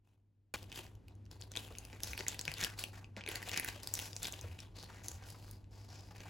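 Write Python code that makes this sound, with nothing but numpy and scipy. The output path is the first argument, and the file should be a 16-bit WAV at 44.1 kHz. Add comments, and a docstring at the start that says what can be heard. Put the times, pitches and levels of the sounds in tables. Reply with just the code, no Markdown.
"""Baking paper is peeled off a cake, close to a two-port microphone in a small kitchen.
The sheet snaps where its creases buckle, and rustles as many tiny stuck spots let go.
The table thuds, hand and sheet make hollow taps, and a fridge hums in soft background noise.
The first half second is hushed and ends on a knock that stops dead; then the sound goes on louder."""
import sys
import numpy as np
from scipy import signal
from scipy.fft import rfft, irfft
from scipy.io import wavfile
from scipy.ndimage import uniform_filter1d

SR = 44100
rng = np.random.default_rng(int(sys.argv[2]) if len(sys.argv) > 2 else 0)


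def store_wav(level_fs):
    """Save 16-bit WAV to argv[1]."""
    pcm = np.round(np.clip(np.atleast_2d(level_fs), -1, 1) * 32767)
    wavfile.write(sys.argv[1], SR, pcm.T.astype(np.int16))


N = 277609
TIME, FFT_SIZE = np.arange(N) / SR, 2 ** 19
HUSH_END_S, HUSH_DB = 0.561, -17.5
BODY_HZ, CRISP_HZ = 1120, 8200  # where the paper's low body ends and its crisp top begins

# The tone of the sheet, for snaps and rustle alike: f/Hz, level/dB
PAPER_TONE = [(100, 3), (350, 2.5), (900, -5), (1250, -10.5), (1520, -3), (2700, -2), (3500, -3.5),
              (4400, -3), (6500, -2.5), (11000, -4), (15500, -10)]
# Creases buckling: t/s, peak level of the middle band/dB, ring f/Hz, crisp top against that level/dB
CREASE_SNAPS = [(0.718, -36, 2700, -18), (0.7259, -36.5, 2330, -2), (0.866, -47, 1760, -17),
                (0.953, -58, 4000, -1), (1.0828, -49, 2900, -5), (1.153, -67, 6660, 10),
                (1.2545, -56, 4900, -8), (1.263, -53.5, 1500, -18), (1.3133, -43.5, 4140, -4),
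                (1.413, -39, 6800, -9), (1.4223, -35, 4380, -23), (1.5177, -40, 5950, 0.5),
                (1.538, -40, 2980, -23), (1.555, -32, 3030, -19), (1.564, -27.5, 3120, -6),
                (1.5716, -24.5, 3330, -14), (1.752, -39, 2770, -25), (1.785, -36.5, 6450, 6.5),
                (1.8511, -41, 2340, 3.5), (1.9297, -40, 2240, -27), (2.004, -41, 2070, -2),
                (2.0342, -24.5, 4570, 3), (2.1331, -31.5, 2240, -1), (2.1775, -30.5, 2440, 2),
                (2.191, -29.5, 4000, -25), (2.2071, -31, 2090, -25), (2.266, -32.5, 1950, -14),
                (2.283, -22.5, 6560, 3.5), (2.3449, -39, 2330, 6), (2.3928, -24, 5340, -7),
                (2.4124, -28.5, 6400, -2), (2.453, -31.5, 4270, 1.5), (2.4793, -23, 2270, -21),
                (2.5166, -30.5, 2030, -4), (2.5395, -31.5, 4310, 0), (2.583, -34.5, 2930, -4),
                (2.6032, -38, 2930, 4), (2.6123, -26, 3740, -3), (2.6381, -23.5, 5100, -4),
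                (2.6465, -21, 3280, 2.5), (2.7935, -38, 4400, 11), (2.8388, -26.5, 2690, -1),
                (3.044, -42, 2420, -34), (3.1657, -36, 2010, -37), (3.183, -54, 1880, -16),
                (3.2092, -35, 2230, -34), (3.215, -42, 2560, -28), (3.238, -37.5, 2600, -33),
                (3.263, -31, 2110, -12), (3.2762, -30, 2220, -24), (3.289, -28, 2820, 0),
                (3.3147, -30.5, 2830, -1), (3.3569, -27.5, 4940, -1), (3.4281, -34.5, 1880, -2),
                (3.488, -31.5, 3030, -1), (3.4936, -28, 2530, 0), (3.5157, -27.5, 2000, -14),
                (3.5428, -27.5, 1950, -25), (3.5625, -27.5, 2200, -9), (3.575, -24, 5970, 3.5),
                (3.5978, -27, 2130, 6.5), (3.6466, -30, 1800, 7), (3.6873, -25.5, 2420, -6.5),
                (3.8323, -39, 4100, 5), (3.8733, -29, 4500, 4.5), (3.9392, -31, 5200, 12.5),
                (3.9529, -29.5, 6600, 0.5), (3.991, -28, 2870, 1), (3.999, -31.5, 2900, 2),
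                (4.131, -34, 4540, -12), (4.1651, -27, 6800, -10), (4.2309, -27.5, 7000, 3),
                (4.2454, -27, 4400, -9), (4.2537, -25.5, 3530, -13), (4.27, -30, 6200, -8),
                (4.324, -37.5, 5800, 5.5), (4.4121, -38.5, 6440, 0), (4.59, -38.5, 2800, -15),
                (4.603, -38, 5000, -6), (4.787, -38, 4130, -20), (4.798, -44, 4500, -8),
                (4.828, -39.5, 4230, -1), (4.842, -44, 4500, 1), (5.084, -28, 6100, 2),
                (5.238, -44, 4250, -14), (5.303, -43.5, 4540, 4.5), (5.512, -51.5, 4390, 16.5),
                (5.643, -56.5, 2200, -24), (5.94, -57, 5400, -15), (6.181, -47, 5030, -25),
                (6.205, -35.5, 1560, -19)]
def crease_snaps(ring_db=14, ring_width=0.41, uneven_db=2.5):
    """Each crease lets go in a millisecond and rings near its own pitch; folds colour each one."""
    hz, out = np.fft.rfftfreq(1024, 1 / SR), np.zeros((2, N))
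    noises = rng.standard_normal((len(CREASE_SNAPS), 300))
    for (start, peak_db, ring_hz, crisp_db), noise, side in zip(CREASE_SNAPS, noises, sides(len(noises))):
        ring = np.exp(-(np.log((hz + 1) / ring_hz) / ring_width) ** 2)
        folds = np.cos(2 * np.pi * (noise[-1] + (1.5 + noise[-2] / 2) * np.log2(hz + 1)))
        tone_db = curve_at(PAPER_TONE, hz) + ring_db * ring + uneven_db * folds
        body_db = -14.5 - 3 * np.log2(ring_hz / (2 * BODY_HZ))  # higher snaps have less body
        crack = die_away(noise, fade_s=0.00062)
        for share, band_db in zip(three_bands(hz), (body_db, 0, crisp_db)):
            band = np.convolve(crack, shortest_click(tone_db + 20 * np.log10(share + 0.00069)))
            add(out, start, gain_of(peak_db + band_db) * side * band / abs(band).max())
    return out


def tiny_releases(per_s=8000, ticks_per_s=200, tick_db=13.5, spread_db=3, clump_db=2.5, kinds=16):
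    """Small releases hiss in clumps and rarer big ones tick; each kind has its own ping."""
    clumps = unit_level(uniform_filter1d(uniform_filter1d(rng.standard_normal(N), 300), 300))
    chance = rng.random(N)
    size_db = spread_db * np.minimum(rng.exponential(1, N), 3.5) + clump_db * clumps
    size_db += tick_db * (chance < ticks_per_s / SR)
    releases = gain_of(size_db) * (chance < per_s / SR)
    kind, out = rng.integers(0, kinds, N), np.zeros((2, N))
    for k, (noise, side) in enumerate(zip(rng.standard_normal((kinds, 256)), sides(kinds))):
        ping_hz = BODY_HZ * (CRISP_HZ / BODY_HZ) ** (k / kinds)
        ping = die_away(np.cos(2 * np.pi * ping_hz * np.arange(256) / SR), fade_s=0.00064)
        click = unit_level(die_away(noise, fade_s=0.0007)) + 1.02 * unit_level(ping)
        out += side * signal.oaconvolve(releases * (kind == k), click)[:N]
    return out


# Pulls on the sheet: t/s, length/s, level/dB, ring of the lifted flap f/Hz, crisp top against level/dB
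SHEET_TUGS = [(0.05, 0.078, -70.5, 2770, -3), (0.569, 0.033, -58.5, 3300, -3),
              (0.698, 0.05, -62.5, 2700, -11), (0.752, 0.035, -51.5, 3100, -3),
              (1.081, 0.015, -77, 3900, -13), (1.317, 0.011, -65.5, 4450, -5),
              (1.404, 0.026, -66.5, 4450, -2), (1.515, 0.016, -64.5, 3900, -12),
              (1.564, 0.065, -57, 3150, -1.5), (1.626, 0.27, -65.5, 2760, -4),
              (1.926, 0.031, -62, 2200, -8), (2.03, 0.071, -51.5, 5870, -2.5),
              (2.176, 0.023, -51.5, 4460, -5.5), (2.278, 0.043, -51, 3470, -7),
              (2.391, 0.07, -60, 4970, -8), (2.477, 0.025, -53.5, 2210, -10),
              (2.552, .04, -52.5, 3080, -11), (2.599, 0.051, -44, 1540, -7.5),
              (2.791, 0.0088, -47, 4420, -2.5), (2.938, 0.036, -60.5, 1720, -7.5),
              (3.173, 0.0076, -56, 1620, -50), (3.287, 0.087, -50, 1920, -8.5),
              (3.428, 0.027, -58, 4930, -2), (3.462, 0.079, -53.5, 2560, -8),
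              (3.532, 0.051, -44.5, 2250, -13), (3.646, 0.038, -48, 1980, -5),
              (3.723, 0.079, -60.5, 3050, -9), (3.832, 0.069, -58.5, 4940, -3),
              (3.939, 0.12, -52, 5660, -1), (4.156, 0.028, -62, 6000, 0), (4.224, 0.042, -48, 3700, -3),
              (4.332, 0.032, -55, 3420, -7), (4.4, 0.14, -64, 2400, -6), (4.589, 0.039, -62, 3260, -8.5),
              (4.759, 0.081, -59, 4370, -10), (4.892, 0.11, -63, 1770, -10),
              (5.037, 0.097, -59, 6500, -1.5), (5.183, 0.071, -65, 1690, -12),
              (5.262, 0.042, -59.5, 5000, -1.5), (5.376, .16, -67, 4600, -2.5),
              (5.722, 0.39, -68, 5100, -6.5), (5.905, 0.077, -61.5, 5100, -15),
              (6.157, 0.19, -62, 2180, -7.5)]
def tugs(t, rise_db_per_s=1205, fall_db_per_s=206.5):
    """Tugs start fast, hold and settle slowly; they add up, and the strongest sets the flap's pitch."""
    start, length, held_db, flap_hz, crisp_db = np.transpose(SHEET_TUGS)[..., None]
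    each_db = held_db - rise_db_per_s * np.maximum(start - t, 0)
    each_db -= fall_db_per_s * np.maximum(t - start - length, 0)
    power = gain_of(2 * np.maximum(each_db, -150))
    crisp_power = power * gain_of(2 * crisp_db)
    return 10 * np.log10(power.sum(0)), flap_hz[each_db.argmax(0), 0], 10 * np.log10(crisp_power.sum(0))


def paper_rustle(flap_db=6, usual_db=-59.5):
    """The tiny releases swell with each tug, and the lifted flap rings as its shape changes."""
    t = np.arange(0, N / SR, 0.001)
    middle_db, flap_hz, crisp_db = tugs(t)
    body_db = usual_db - 2 + 0.49 * (middle_db - usual_db)  # the body swells only half as much
    crackle = tiny_releases()
    crackle += gain_of(flap_db) * resonate(crackle, np.interp(TIME, t, flap_hz), width_hz=800)
    hz, out = np.fft.rfftfreq(FFT_SIZE, 1 / SR), np.zeros((2, N))
    spectrum = rfft(crackle, FFT_SIZE) * gain_of(curve_at(PAPER_TONE, hz))
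    for share, band_db in zip(three_bands(hz), (body_db, middle_db, crisp_db)):
        band = irfft(spectrum * share)[:, :N]
        slow_power = abs(uniform_filter1d((band ** 2).mean(0), size=3000))
        steady = band / np.sqrt(slow_power + 1e-20)  # evened out, so the tugs set the level
        out += gain_of(np.interp(TIME, t, band_db)) * steady
    return out


# Low thuds of the table and higher taps of hand and sheet: t/s, level/dB, f/Hz
THUDS_AND_TAPS = [(.79, -52, 346), (1.57, -52.5, 440), (1.705, -50.5, 448), (1.93, -51, 402),
                  (2.092, -37.5, 65.5), (2.199, -42.5, 386), (2.479, -41, 149.5), (3.169, -40, 209),
                  (3.169, -47.5, 556), (3.285, -45.5, 393), (3.335, -47.5, 446), (3.476, -52, 753),
                  (3.757, -51, 579), (4.432, -32.5, 93.4), (4.441, -47, 472), (4.491, -34.5, 87),
                  (4.898, -52.5, 900), (5.12, -39.5, 82), (5.344, -56, 1004), (6.108, -54.5, 836),
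                  (6.256, -53.5, 753)]
def thuds_and_taps(tap_above_hz=260, tap_fade_s=0.093, thud_cycles=17.4):
    """Each bump builds up within one swing and fades; loose paper turns higher ones into dull puffs."""
    t, out = np.arange(SR // 3) / SR, np.zeros(N)
    for start, level_db, hz in THUDS_AND_TAPS:
        noise = rng.standard_normal(len(t))
        if hz > tap_above_hz:
            puff = unit_level(resonate(noise, np.full(len(t), hz), width_hz=0.8 * hz))
            swing, fade_s = np.cos(2 * np.pi * hz * t) + puff, tap_fade_s
        else:
            swing, fade_s = np.sin(2 * np.pi * hz * t), thud_cycles / hz
        build_up = 1 - np.exp(-1.5 * hz * t)
        add(out, start, gain_of(level_db - 60 * t / fade_s) * build_up * swing)
    return out


# The notes that ring in the knock: f/Hz, relative level/dB, time to fade by 60 dB/s
KNOCK_NOTES = [(315, -10, 0.18), (900, -14, 0.22), (1480, -1.5, 0.11), (2400, 6, 0.055), (4450, 3, 0.032),
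               (6840, 4, 0.012), (9800, 5.5, 0.021)]
def knock(start=0.5397, level_db=-27.5):
    """A blow and a quick bounce on a small hard thing; the ring stops dead as the hush ends."""
    t, out = np.arange(SR // 10) / SR, np.zeros(N)
    ring = sum(gain_of(db - 60 * t / fade_s) * np.sin(2 * np.pi * hz * t)
               for hz, db, fade_s in KNOCK_NOTES)
    dull_rattle = signal.lfilter([0.5], [1, -0.8], die_away(rng.standard_normal(len(t)), fade_s=0.02))
    blow = ring / abs(ring).max() + 0.39 * dull_rattle
    add(out, start, gain_of(level_db) * blow)
    add(out, start + 0.0036, gain_of(level_db - 16) * blow)  # the bounce
    return out * (TIME < HUSH_END_S)


def fridge_hum(hz=99.8, waver_hz=29, level_db=-55.5):
    """The fridge holds one low note that wavers at random."""
    smoothing = [1, -np.exp(-np.pi * waver_hz / SR)]
    noise = rng.standard_normal(N) + 1j * rng.standard_normal(N)
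    waver = signal.lfilter([1], smoothing, signal.lfilter([1], smoothing, noise))
    hum = (2.2 + waver / abs(waver).mean()) * np.exp(2j * np.pi * hz * TIME)
    return gain_of(level_db) * unit_level(hum.real)


# The tone of the steady background noise, with its highest hiss cut away: f/Hz, relative level/dB
NOISE_TONE = [(25, -35.5), (40, -2.5), (60, -1), (104, -13.5), (163, -11.5), (320, -16.5), (520, -28.5),
              (1090, -39), (2600, -42.5), (6500, -52.5), (12000, -55), (14000, -68.5)]
# How alike that noise is on the left and right: f/Hz, likeness (1 = the same)
NOISE_LIKENESS = [(60, 1), (1200, 0.55), (3000, 1)]
def background_noise(level_db=-59.5):
    """A soft, steady rumble with a faint hiss, mostly shared by both sides."""
    frames, hz = N // 1024 + 5, np.fft.rfftfreq(4096, 1 / SR)
    real, imaginary = rng.standard_normal((2, 2, len(hz), frames))
    left, other = real + 1j * imaginary
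    right = blend(left, other, curve_at(NOISE_LIKENESS, hz)[:, None])
    spectrum = np.array([left, right]) * gain_of(curve_at(NOISE_TONE, hz))[:, None]
    noise = signal.istft(spectrum, nperseg=4096, noverlap=3072)[1][:, :N]
    return gain_of(level_db) * unit_level(noise)


# How long the kitchen rings: f/Hz, time to fade by 60 dB/s
ECHO_FADES = [(300, 0.26), (16000, 0.09)]
def kitchen_echo(sound, level_db=-10):
    """Many small echoes, partly shared by both sides, blur into a tail whose highs die first."""
    echoes = np.zeros((2, SR // 2))
    arrivals = np.arange(80, SR // 2 - 20, 20)  # in samples
    arrivals = arrivals + rng.integers(0, 20, (2, len(arrivals)))
    np.put_along_axis(echoes, arrivals, rng.choice([-1., 1.], arrivals.shape), 1)
    echoes[1] = blend(echoes[0], echoes[1], likeness=0.3)
    hz, t, spectrum = signal.stft(echoes, SR, nperseg=256)
    fade = gain_of(-60 * t / curve_at(ECHO_FADES, hz)[:, None])
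    tail = signal.istft(spectrum * fade, SR, nperseg=256)[1]
    tail *= gain_of(level_db) / np.linalg.norm(tail[0])
    return signal.fftconvolve(sound[None], tail, axes=1)[:, :N]


def gain_of(db):
    return 10 ** (np.asarray(db) / 20)


def unit_level(sound):
    return sound / np.sqrt(np.mean(sound ** 2) + 1e-20)


def curve_at(points, hz):
    point_hz, values = np.transpose(points)
    return np.interp(np.log(hz + 1), np.log(point_hz + 1), values)


def add(mix, start_s, sound):
    part = mix[..., round(start_s * SR):][..., :sound.shape[-1]]
    part += sound[..., :part.shape[-1]]


def die_away(sound, fade_s):
    return sound * np.exp(-np.arange(len(sound)) / SR / fade_s)


def blend(shared, other, likeness):
    return likeness * shared + np.sqrt(1 - likeness ** 2) * other


def shortest_click(tone_db):
    """The shortest click that has the given level at each frequency."""
    log_gain = np.log(gain_of(np.maximum(np.r_[tone_db, tone_db[-2:0:-1]], -100)))
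    return np.fft.ifft(np.exp(np.conj(signal.hilbert(log_gain)))).real[:len(tone_db)]


def three_bands(hz):
    """Shares each frequency out between the body, the middle and the crisp top."""
    body = 1 / (1 + (hz / BODY_HZ) ** 8)
    crisp = 1 - 1 / (1 + (hz / CRISP_HZ) ** 8)
    return body, np.maximum(1 - body - crisp, 0), crisp


def resonate(sound, hz, width_hz):
    """Rings at a pitch that can move: shifts that pitch to zero, smooths, and shifts back."""
    turn = np.exp(2j * np.pi * np.cumsum(hz) / SR)
    decay = np.exp(-np.pi * width_hz / SR)
    return 2 * (turn * signal.lfilter([1 - decay], [1, -decay], sound / turn)).real


def sides(count, spread_db=3):
    """Left and right gains for random places along the peeling edge."""
    return gain_of(spread_db * rng.uniform(-1, 1, (count, 1, 1)) * np.array([[-1], [1]]))


def scene():
    """Paper and its echo over the bumps and the background; rustle and background start hushed."""
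    hush = gain_of(HUSH_DB * (TIME < HUSH_END_S))
    paper = hush * paper_rustle() + crease_snaps()
    mix = paper + kitchen_echo(paper.mean(0)) + thuds_and_taps() + knock()
    return mix + hush * (background_noise() + fridge_hum())


# How far the wave at the left port runs ahead of the right: f/Hz, phase/rad
LEFT_LEAD = [(0, 0), (1500, .62), (3100, .45), (4200, .05), (7100, 0), (9050, -3.14), (11200, -6.3),
             (13280, -9.42), (15200, -12.5), (17000, -12.7)]
# How much louder the left port is: f/Hz, level/dB
LEFT_LOUDER = [(60, 0), (270, 1.2), (900, 2.2), (5500, 2.3), (7300, .4), (15000, .2)]
def record(dry, top_hz=16150):
    """The microphone's two ports (openings) differ in timing and level; the highest treble is cut."""
    hz = np.fft.rfftfreq(FFT_SIZE, 1 / SR)
    lead = np.interp(hz, *np.transpose(LEFT_LEAD))
    tilt = gain_of(curve_at(LEFT_LOUDER, hz) / 2)
    ports = irfft(rfft(dry, FFT_SIZE) * np.array([tilt, np.exp(-1j * lead) / tilt]))[:, :N]
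    low_pass = signal.firwin(255, top_hz, window=("kaiser", 9), fs=SR)
    return signal.oaconvolve(ports, low_pass[None], "same")


dry = scene()
out = record(dry)
store_wav(out)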